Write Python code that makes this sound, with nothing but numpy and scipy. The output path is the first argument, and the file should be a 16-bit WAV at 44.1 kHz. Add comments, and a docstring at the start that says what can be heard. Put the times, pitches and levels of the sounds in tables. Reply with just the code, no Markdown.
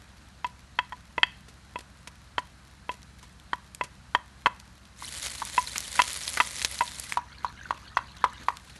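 """On a stream bank, water washes, a far engine thuds and a wood fire ticks throughout.
Close to the microphone a wooden pestle pounds chillies in a clay mortar: each blow clacks, rings the
bowl briefly and dies away along the bank; soft blows squelch in the paste. From 3 s wood and fat snap.
At 5 s the microphone is over a wok of sizzling fish. Just after 7 s it stands farther off: the blows
echo, and three soft blips sound over the babbling stream. At about 8.5 s it is nearer again."""
import sys
import numpy as np
from scipy import signal
from scipy.fft import rfft, irfft, next_fast_len
from scipy.io import wavfile
from scipy.ndimage import uniform_filter1d

SR = 44100
rng = np.random.default_rng(int(sys.argv[2]) if len(sys.argv) > 2 else 0)


def persist_wave(psi):
    """Save psi, clipped to +-1, as 16-bit WAV."""
    counts = np.round(np.clip(psi, -1, 1) * 32767).astype(np.int16)
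    wavfile.write(sys.argv[1], SR, np.atleast_2d(counts).T)


N = 387638
TIME = np.arange(N) / SR


def amp(db):
    """Decibels to gain."""
    return 10 ** (np.asarray(db) / 20)


def unit(x):
    """Scales to rms 1."""
    return x / np.sqrt(np.mean(x ** 2) + 1e-20)


def colour(x, points):
    """Filters x by a curve of (frequency [Hz], level [dB]) points and scales it to rms 1."""
    hz, db = np.transpose(points)
    size = next_fast_len(len(x))
    bins_hz = np.fft.rfftfreq(size, 1 / SR)
    gain = amp(np.interp(np.log(bins_hz + 1), np.log(hz), db))
    return unit(irfft(rfft(x, size) * gain, size)[:len(x)])


def drift(per_s):
    """A random wander of rms 1 that takes per_s new values a second."""
    return unit(np.interp(TIME * per_s, np.arange(4096), rng.standard_normal(4096)))


def add(mix, start_s, sound):
    """Mixes a sound in at its start time."""
    part = mix[max(round(start_s * SR), 0):][:len(sound)]
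    part += sound[:len(part)]


def burst(noise, t60, rise_s):
    """Noise that swells quickly, then falls 60 dB in t60 seconds."""
    t = np.arange(len(noise)) / SR
    return noise * np.exp(-np.log(1000) * t / t60) * (1 - np.exp(-t / rise_s))


def clicks(per_s, spread_db, cap=4.2):
    """Random clicks, mostly small and a few large."""
    size = amp(spread_db * np.minimum(rng.exponential(1, N), cap))
    return size * rng.choice([-1., 1.], N) * (rng.random(N) < per_s / SR)


def ping(hz, life_cycles, glide):
    """A short tone that rings and dies away; glide raises its pitch as it goes."""
    cycles = hz * np.arange(2048) / SR
    tone = np.sin(2 * np.pi * cycles * (1 + glide * cycles))
    return tone * np.exp(-cycles / life_cycles) * (1 - np.exp(-cycles))


# microphone places: above the mortar, beside it, over the wok, far off, nearer again
# (start [s], wok [dB], riffle [dB], engine [dB], soil thud relative to the bowl [dB])
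MIC_PLACES = [(0, -36, -13, -2, -27), (1.001, -32.5, -17.5, -1.5, -10), (5.009, -1, -23, 0, -26),
              (7.15, -36, -2.5, 0.8, -35), (8.45, -21, -7.5, -1.5, -27)]

def nearness(source, crossfade_s=.1):
    """Gain of a source: steady at each microphone place, with a short crossfade to the next."""
    starts, *columns = np.transpose(MIC_PLACES)
    gains = amp(columns[("wok", "riffle", "engine", "soil").index(source)])
    fades = np.clip((TIME - starts[1:, None]) / crossfade_s + .5, 0, 1)
    return gains[0] + np.diff(gains) @ fades


# the stream from the bank: smooth wash, babbling riffle, low rumble (frequency [Hz], level [dB])
WASH_SPECTRUM = [(180, -9), (300, 1.5), (421, -9), (484, -6), (629, -3.5), (926, -2), (1590, -1.5),
                 (2070, -6.5), (3600, -10.5), (4010, -6.5), (4400, -10), (9820, -17), (12000, -22.5),
                 (15600, -46), (22000, -120)]
RIFFLE_SPECTRUM = [(400, 2.5), (800, -12), (1200, -1.5), (1600, 0.5), (2250, -7), (3400, -7.5),
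                   (4350, -4.5), (5400, -21), (6500, -7), (8000, -22), (12000, -20.5)]
RUMBLE_SPECTRUM = [(20, -26), (40, 1), (60, -10.5), (110, -6.5), (200, 1), (300, -29.5), (450, -20.5),
                   (900, -49.5)]

def stream(wash_db=-58.5, riffle_db=-50, splash_db=-2, rumble_db=-61):
    """Water washes past the bank; a riffle adds fine splashes and clusters of small bubbles."""
    bubbles = np.zeros(N)
    for hz in np.geomspace(700, 6000, num=36):
        clusters = amp(27 * np.tanh(drift(40)))
        births = clicks(110, spread_db=2.2) * clusters
        bubbles += hz * signal.oaconvolve(births, ping(hz, life_cycles=5.5, glide=.0006))[:N]
    splashes = unit(clicks(3000, spread_db=6.7) * amp(4.2 * drift(40)))
    riffle = colour(unit(bubbles) + amp(splash_db) * splashes, RIFFLE_SPECTRUM)
    wash = colour(rng.standard_normal(N), WASH_SPECTRUM) * amp(0.35 * drift(27))
    rumble = colour(rng.standard_normal(N), RUMBLE_SPECTRUM)
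    return amp(wash_db) * wash + amp(riffle_db) * nearness("riffle") * riffle + amp(rumble_db) * rumble


# the engine, a long way from the microphone (multiple of the firing rate [1], level [dB])
ENGINE_HARMONICS = [(4, -70), (5, -58.5), (6, -53), (8, -60.5), (9, -67), (10, -60.5), (12, -60), (14, -78),
                    (15, -66.5), (17, -70.5), (18, -74.5), (19, -77), (20, -70), (22, -67)]

def engine(firing_hz=11.02, smear_rad=0.0198, waver_cycles=0.017, knock_lag_cycles=0.45):
    """A slow single cylinder: a deep exhaust thud, then a lighter knock later in the cycle."""
    cycles = firing_hz * TIME + waver_cycles * drift(2.2)
    thuds = np.zeros(N)
    for k, db in ENGINE_HARMONICS:
        lag = knock_lag_cycles if k > 10 else 0  # the upper harmonics make the knock
        thuds += amp(db) * np.cos(2 * np.pi * k * (cycles - lag) - smear_rad * k ** 2)
    return nearness("engine") * amp(0.53 * drift(7.3)) * thuds


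def embers(db=-67.5):
    """Burning wood ticks at random, equally faint at every microphone place."""
    onsets = clicks(22, spread_db=2, cap=3)
    tick = burst(rng.standard_normal(512), t60=.008, rise_s=.0002)
    ticks = signal.oaconvolve(onsets, tick)[:N]
    return amp(db) * colour(ticks, [(400, -15), (2000, 0), (5000, -4), (12000, -7)])


def ring(modes, hardness_db=0, rise_s=0.0022, spot_db=0):
    """Damped modes swell while the contact lasts; hard contact favours the upper ones."""
    t = np.arange(SR // 3) / SR
    hz, db, t60 = np.transpose(modes)[:, :, None]
    octaves = np.log2(np.clip(hz / 1000, 1, 3.2))
    gain = amp(db + hardness_db * octaves + spot_db - 60 * t / t60)
    return (gain * np.sin(2 * np.pi * hz * t)).sum(0) * (1 - np.exp(-t / rise_s))


def strike(modes, hardness_db):
    """No two blows land on the same spot: the weights and pitches of the modes shift a little."""
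    spot, detune = rng.uniform(-1, 1, (2, len(modes)))
    hz, db, t60 = np.transpose(modes)
    shifted = np.c_[hz * (1 + .008 * detune), db, t60]
    return ring(shifted, hardness_db, spot_db=2 * spot[:, None])


# pestle blows and rebounds at the microphone
# (time [s], bowl ring [dB], clay wall [dB], pestle clack [dB], contact hardness [dB/octave])
BLOWS = [(0.4445, -22, -26.5, -25.5, 1), (0.7886, -24, -22, -14, 2.5), (0.9224, -37, -44, -26, -5),
         (0.9271, -31.5, -50, -29, -2.5), (1.1797, -23.5, -18, -23, -3.5), (1.1862, -32.5, -32, -42, -10),
         (1.2314, -29, -20.5, -12, 7.5), (1.7576, -29.5, -32, -34.5, 1), (2.073, -49, -49, -38, 0),
         (2.381, -25.5, -29, -13.5, 0), (2.8922, -28, -30, -30, 3), (3.229, -53, -58.5, -60, 0),
         (3.5316, -27.5, -45, -14.5, -2.5), (3.8104, -24.5, -20, -22, -3.5), (4.149, -22, -25.5, -8, -0.5),
         (4.4597, -33, -15, -8, -2), (4.4669, -21, -13, -8, -9), (5.023, -46, -53, -26.5, -13),
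         (5.4188, -28.5, -30, -24, -13), (5.4233, -33.5, -41, -16, -22), (5.5789, -15, -17.5, -17, -2),
         (5.992, -15.5, -7.5, -16, -5), (5.9992, -40, -14, -10.5, -3.5), (6.401, -18.5, 0, -12, -11),
         (6.4065, -45.5, -23, -14.5, 1.5), (6.8078, -18, -14.5, -14, -7), (6.8174, -17.5, -30, -33, 0.5),
         (7.172, -20.5, -36, -7.5, -26), (7.4461, -26.5, -44, -11.5, -32), (7.7076, -36, -35, -10, -19),
         (7.9702, -49, -25, -4.5, -13.5), (7.9735, -36, -29.5, -30, 3.5), (8.2409, -19, -6.5, -3, -16.5),
         (8.4843, -27.5, -20, -7.5, -10.5)]
# modes of the whole bowl, its wall, the pestle and the mortar pushed into the soil
# (frequency [Hz], level [dB], t60 [s])
BOWL_MODES = [(290, -34, 0.059), (435, -37, 0.029), (611, -12, 0.03), (944.5, -12.5, 0.11),
              (993.4, 7.5, 0.063)]
WALL_MODES = [(1242, 5, 0.012), (1997, 9, 0.019), (2619, 7.5, 0.021), (2995, -1, 0.017),
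              (3273, -10.5, 0.037), (3290, -48, 0.55), (4660, -46, .3), (2660, -33, 0.16)]
PESTLE_MODES = [(350, -29.5, 0.013), (586, -22, 0.0066), (1084, 13, 0.0098), (1358, 4, 0.014),
                (1486, 2.5, 0.013), (1817, -3, 0.023), (1874, -1, 0.022), (3162, 5, 0.013),
                (3740, -12, 0.0078), (4550, -14.5, .014), (5700, -39, 0.018), (7120, -24.5, 0.014),
                (9400, -30, 0.0089)]
SOIL_MODES = [(175, -18, 0.067), (353.6, -5.5, 0.027), (499, 10, 0.017), (587, 3, 0.031), (1024, -5, 0.018)]
# grit under the pestle (frequency [Hz], level [dB])
GRIT_SPECTRUM = [(100, -32), (250, 0), (700, 8), (1300, 14.5), (2000, 0), (3000, 3.5), (5000, -4),
                 (12000, -20)]

def pounding(grit_db=-16, choke_s=0.071, ring_left=.26, softening_per_s=0.09):
    """Each blow rings bowl, wall and pestle, grinds a little grit and pushes the bowl into the soil."""
    out, thuds = np.zeros((2, N))
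    t = np.arange(SR // 3) / SR
    for s, bowl_db, wall_db, pestle_db, hardness_db in BLOWS:
        # the pestle settles and chokes the bowl, sooner and more fully as the paste builds up
        shrink = np.exp(-softening_per_s * s)
        floor = ring_left * shrink
        choke = floor + (1 - floor) / (1 + (t / (choke_s * shrink)) ** 6)
        add(out, s, amp(bowl_db) * strike(BOWL_MODES, hardness_db) * choke)
        add(out, s, amp(wall_db) * strike(WALL_MODES, hardness_db))
        add(out, s, amp(pestle_db) * strike(PESTLE_MODES, hardness_db))
        # grit follows the whole blow, a little louder under hard contact
        strength = np.linalg.norm(amp([bowl_db, wall_db, pestle_db]))
        grit = burst(colour(rng.standard_normal(4096), GRIT_SPECTRUM), t60=0.036, rise_s=0.00014)
        add(out, s, strength * amp(grit_db + 0.14 * hardness_db) * grit)
        add(thuds, s, amp(bowl_db) * ring(SOIL_MODES, rise_s=0.00032))
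    return out + nearness("soil") * thuds


def bank(x, tail_db=-27, far_from_s=7.1, far_boost_db=3, echo_db=-13, echo_s=.0187):
    """Trees and bank scatter a thin tail; from farther off it is stronger and one echo joins it."""
    spectrum = [(150, -28), (600, 7.5), (1000, 2.5), (2500, 4.5), (5000, -2.5), (12000, -4)]
    tail = burst(colour(rng.standard_normal(SR // 2), spectrum), t60=0.35, rise_s=0.0066)
    far = TIME > far_from_s
    scatter = signal.oaconvolve(x * amp(tail_db + far_boost_db * far), tail / np.linalg.norm(tail))[:N]
    delayed = np.interp(TIME - echo_s, TIME, x * far)
    echo = uniform_filter1d(delayed, size=13)  # soft soil returns little treble
    return x + scatter + amp(echo_db) * echo


# wet crushing in the mortar, heard from close by (time [s], level [dB], t60 [s])
SQUELCHES = [(0.466, -41, 0.038), (1.483, -46, 0.1), (1.788, -34.5, 0.035), (1.806, -42, 0.04),
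             (2.073, -32.5, 0.036), (2.389, -37, 0.043), (2.915, -40.5, 0.066), (2.94, -46, 0.041),
             (3.227, -47, 0.13), (3.836, -36.5, 0.076), (8.433, -46, 0.067), (8.696, -43, 0.059),
             (8.759, -46.5, 0.11)]
# colour of the wet paste (frequency [Hz], level [dB])
PASTE_SPECTRUM = [(300, 12), (1000, 4.5), (2500, 10.5), (4000, 6.5), (6000, 4.5), (9000, 2.5),
                  (12000, -4.5)]

def paste(grain_db=4):
    """Crushed chilli spurts in short grainy bursts."""
    out = np.zeros(N)
    for s, db, t60 in SQUELCHES:
        noise, grain = rng.standard_normal((2, 8192))
        squelch = colour(noise * amp(grain_db * grain), PASTE_SPECTRUM)
        add(out, s, amp(db) * burst(squelch, t60, rise_s=0.00058))
    return out


# snaps of wood and spits of fat, loudest over the wok (time [s], level [dB], centre [Hz], t60 [s])
SNAPS = [(3.03, -37, 4140, .009), (3.399, -37, 4020, 0.0054), (3.7481, -23, 7400, .008),
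         (4.5997, -32, 4740, .006), (4.8536, -38, 4070, 0.0045), (5.4513, -23, 9000, 0.0095),
         (5.7582, -17.5, 2040, 0.046), (5.7809, -10, 5900, 0.0058), (5.805, -17, 8000, 0.0044),
         (5.9781, -21.5, 2520, 0.032), (6.0186, -7.5, 3260, 0.013), (6.1309, -17.5, 9250, 0.012),
         (6.2784, -16, 4200, 0.013), (6.3716, -13.5, 1860, 0.062), (6.6169, -15, 3430, 0.011),
         (6.6476, -6.5, 4180, 0.019), (6.9981, -16, 10000, 0.008), (7.1226, -13, 2220, 0.0093),
         (7.776, -35.5, 2470, 0.016), (8.167, -37, 2920, 0.027), (8.333, -35.5, 8000, .005),
         (8.57, -29.5, 3660, 0.008)]

def snaps(tail_db=-25, tail_t60=0.078):
    """Each is a sharp crack with a faint scatter from the pan and the firewood."""
    out = np.zeros(N)
    for s, db, hz, t60 in SNAPS:
        spectrum = [(hz / 10, -17), (hz / 2, -5), (hz, 0), (hz * 1.85, -8), (hz * 4, -19)]
        noise = colour(rng.standard_normal(4096), spectrum)
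        crack = burst(noise, t60, rise_s=.0001) + amp(tail_db) * burst(noise, tail_t60, rise_s=0.00078)
        add(out, s, amp(db) * crack / abs(crack).max())
    return out


# how briskly the fat fries (time [s], relative level [dB])
FRYING_SWELL = [(5.2, -43.5), (5.818, -42), (5.95, -39), (6.086, -40.5), (6.95, -43)]
# spurts of steam from under the fish (time [s], rise [dB])
STEAM_SPURTS = [(5.18, 4), (5.262, 8), (5.5, 4)]

def steam(spurt_s=0.023):
    """Strength of the frying over time: a slow swell with a few brief spurts."""
    swell_db = np.interp(TIME, *np.transpose(FRYING_SWELL))
    spurts_db = sum(db * np.exp(-((TIME - s) / spurt_s) ** 2) for s, db in STEAM_SPURTS)
    return unit(amp(swell_db)) * amp(spurts_db)


# hot fat and the flames below it, from just over the wok (frequency [Hz], level [dB])
FAT_SPECTRUM = [(150, -32.5), (380, -15.5), (550, -7), (750, -11), (1050, -6.5), (1400, -7), (2000, -1.5),
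                (2700, -6), (3300, -3), (4150, -1), (5000, -5), (7500, -6.5), (10500, -7.5), (12000, -14)]
FLAME_SPECTRUM = [(30, -16), (70, 7), (130, -19.5), (250, -5.5), (600, -36)]

def sizzle(fat_db=-39, hiss_db=-2, spit_db=-5, fizz_db=-3.5, flicker_db=1.95, flame_db=-56):
    """Steam bursts in the fat: ticks, pitched fizz and sparser spits over a hiss, with flames below."""
    spit_onsets = clicks(120, spread_db=3.6)
    spit = burst(rng.standard_normal(256), t60=0.003, rise_s=.0001)
    spits = signal.oaconvolve(spit_onsets, spit)[:N]
    fizz = np.zeros(N)
    for hz in np.linspace(1500, 11500, num=20):
        births = clicks(30, spread_db=4.7)
        fizz += hz * signal.oaconvolve(births, ping(hz, life_cycles=5.45, glide=0))[:N]
    ticks = clicks(2200, spread_db=6.1)
    crackle = unit(ticks) + amp(spit_db) * unit(spits) + amp(fizz_db) * unit(fizz)
    hiss = amp(hiss_db) * rng.standard_normal(N)
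    fat = colour((crackle + hiss) * amp(flicker_db * drift(70)), FAT_SPECTRUM)
    flame = colour(rng.standard_normal(N), FLAME_SPECTRUM)
    return nearness("wok") * (amp(fat_db) * steam() * fat + amp(flame_db) * flame)


# soft blips, heard away from the mortar (time [s], relative level [dB], pitch [Hz])
BLIPS = [(7.384, -35, 4220), (7.6112, -31, 1570), (7.6555, -27, 1480)]

def blips(gain_db=-2):
    """Three brief soft blips over the stream, like a leaf being handled."""
    out = np.zeros(N)
    for s, db, hz in BLIPS:
        add(out, s, amp(db + gain_db) * ping(hz, life_cycles=7, glide=.001))
    return out


def scene():
    """One microphone in the open air: mortar and fire, with wok, stream and engine around them."""
    return (stream() + engine() + embers() + bank(pounding() + paste() + snaps()) + sizzle() + blips())[None]


def record(dry, low_cut_hz=34, ceiling=.93, high_cut_hz=12000):
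    """The recorder cuts the deepest bass and rounds off the highest peaks."""
    dry = signal.sosfilt(signal.butter(4, low_cut_hz, "high", fs=SR, output="sos"), dry)
    rounded = dry / (1 + (dry / ceiling) ** 8) ** (1 / 8)
    # the top treble above 12 kHz is filtered away
    lowpass = signal.firwin(255, high_cut_hz, window=("kaiser", 7), fs=SR)
    return signal.oaconvolve(rounded, lowpass[None], "same")


dry = scene()
out = record(dry)
persist_wave(out)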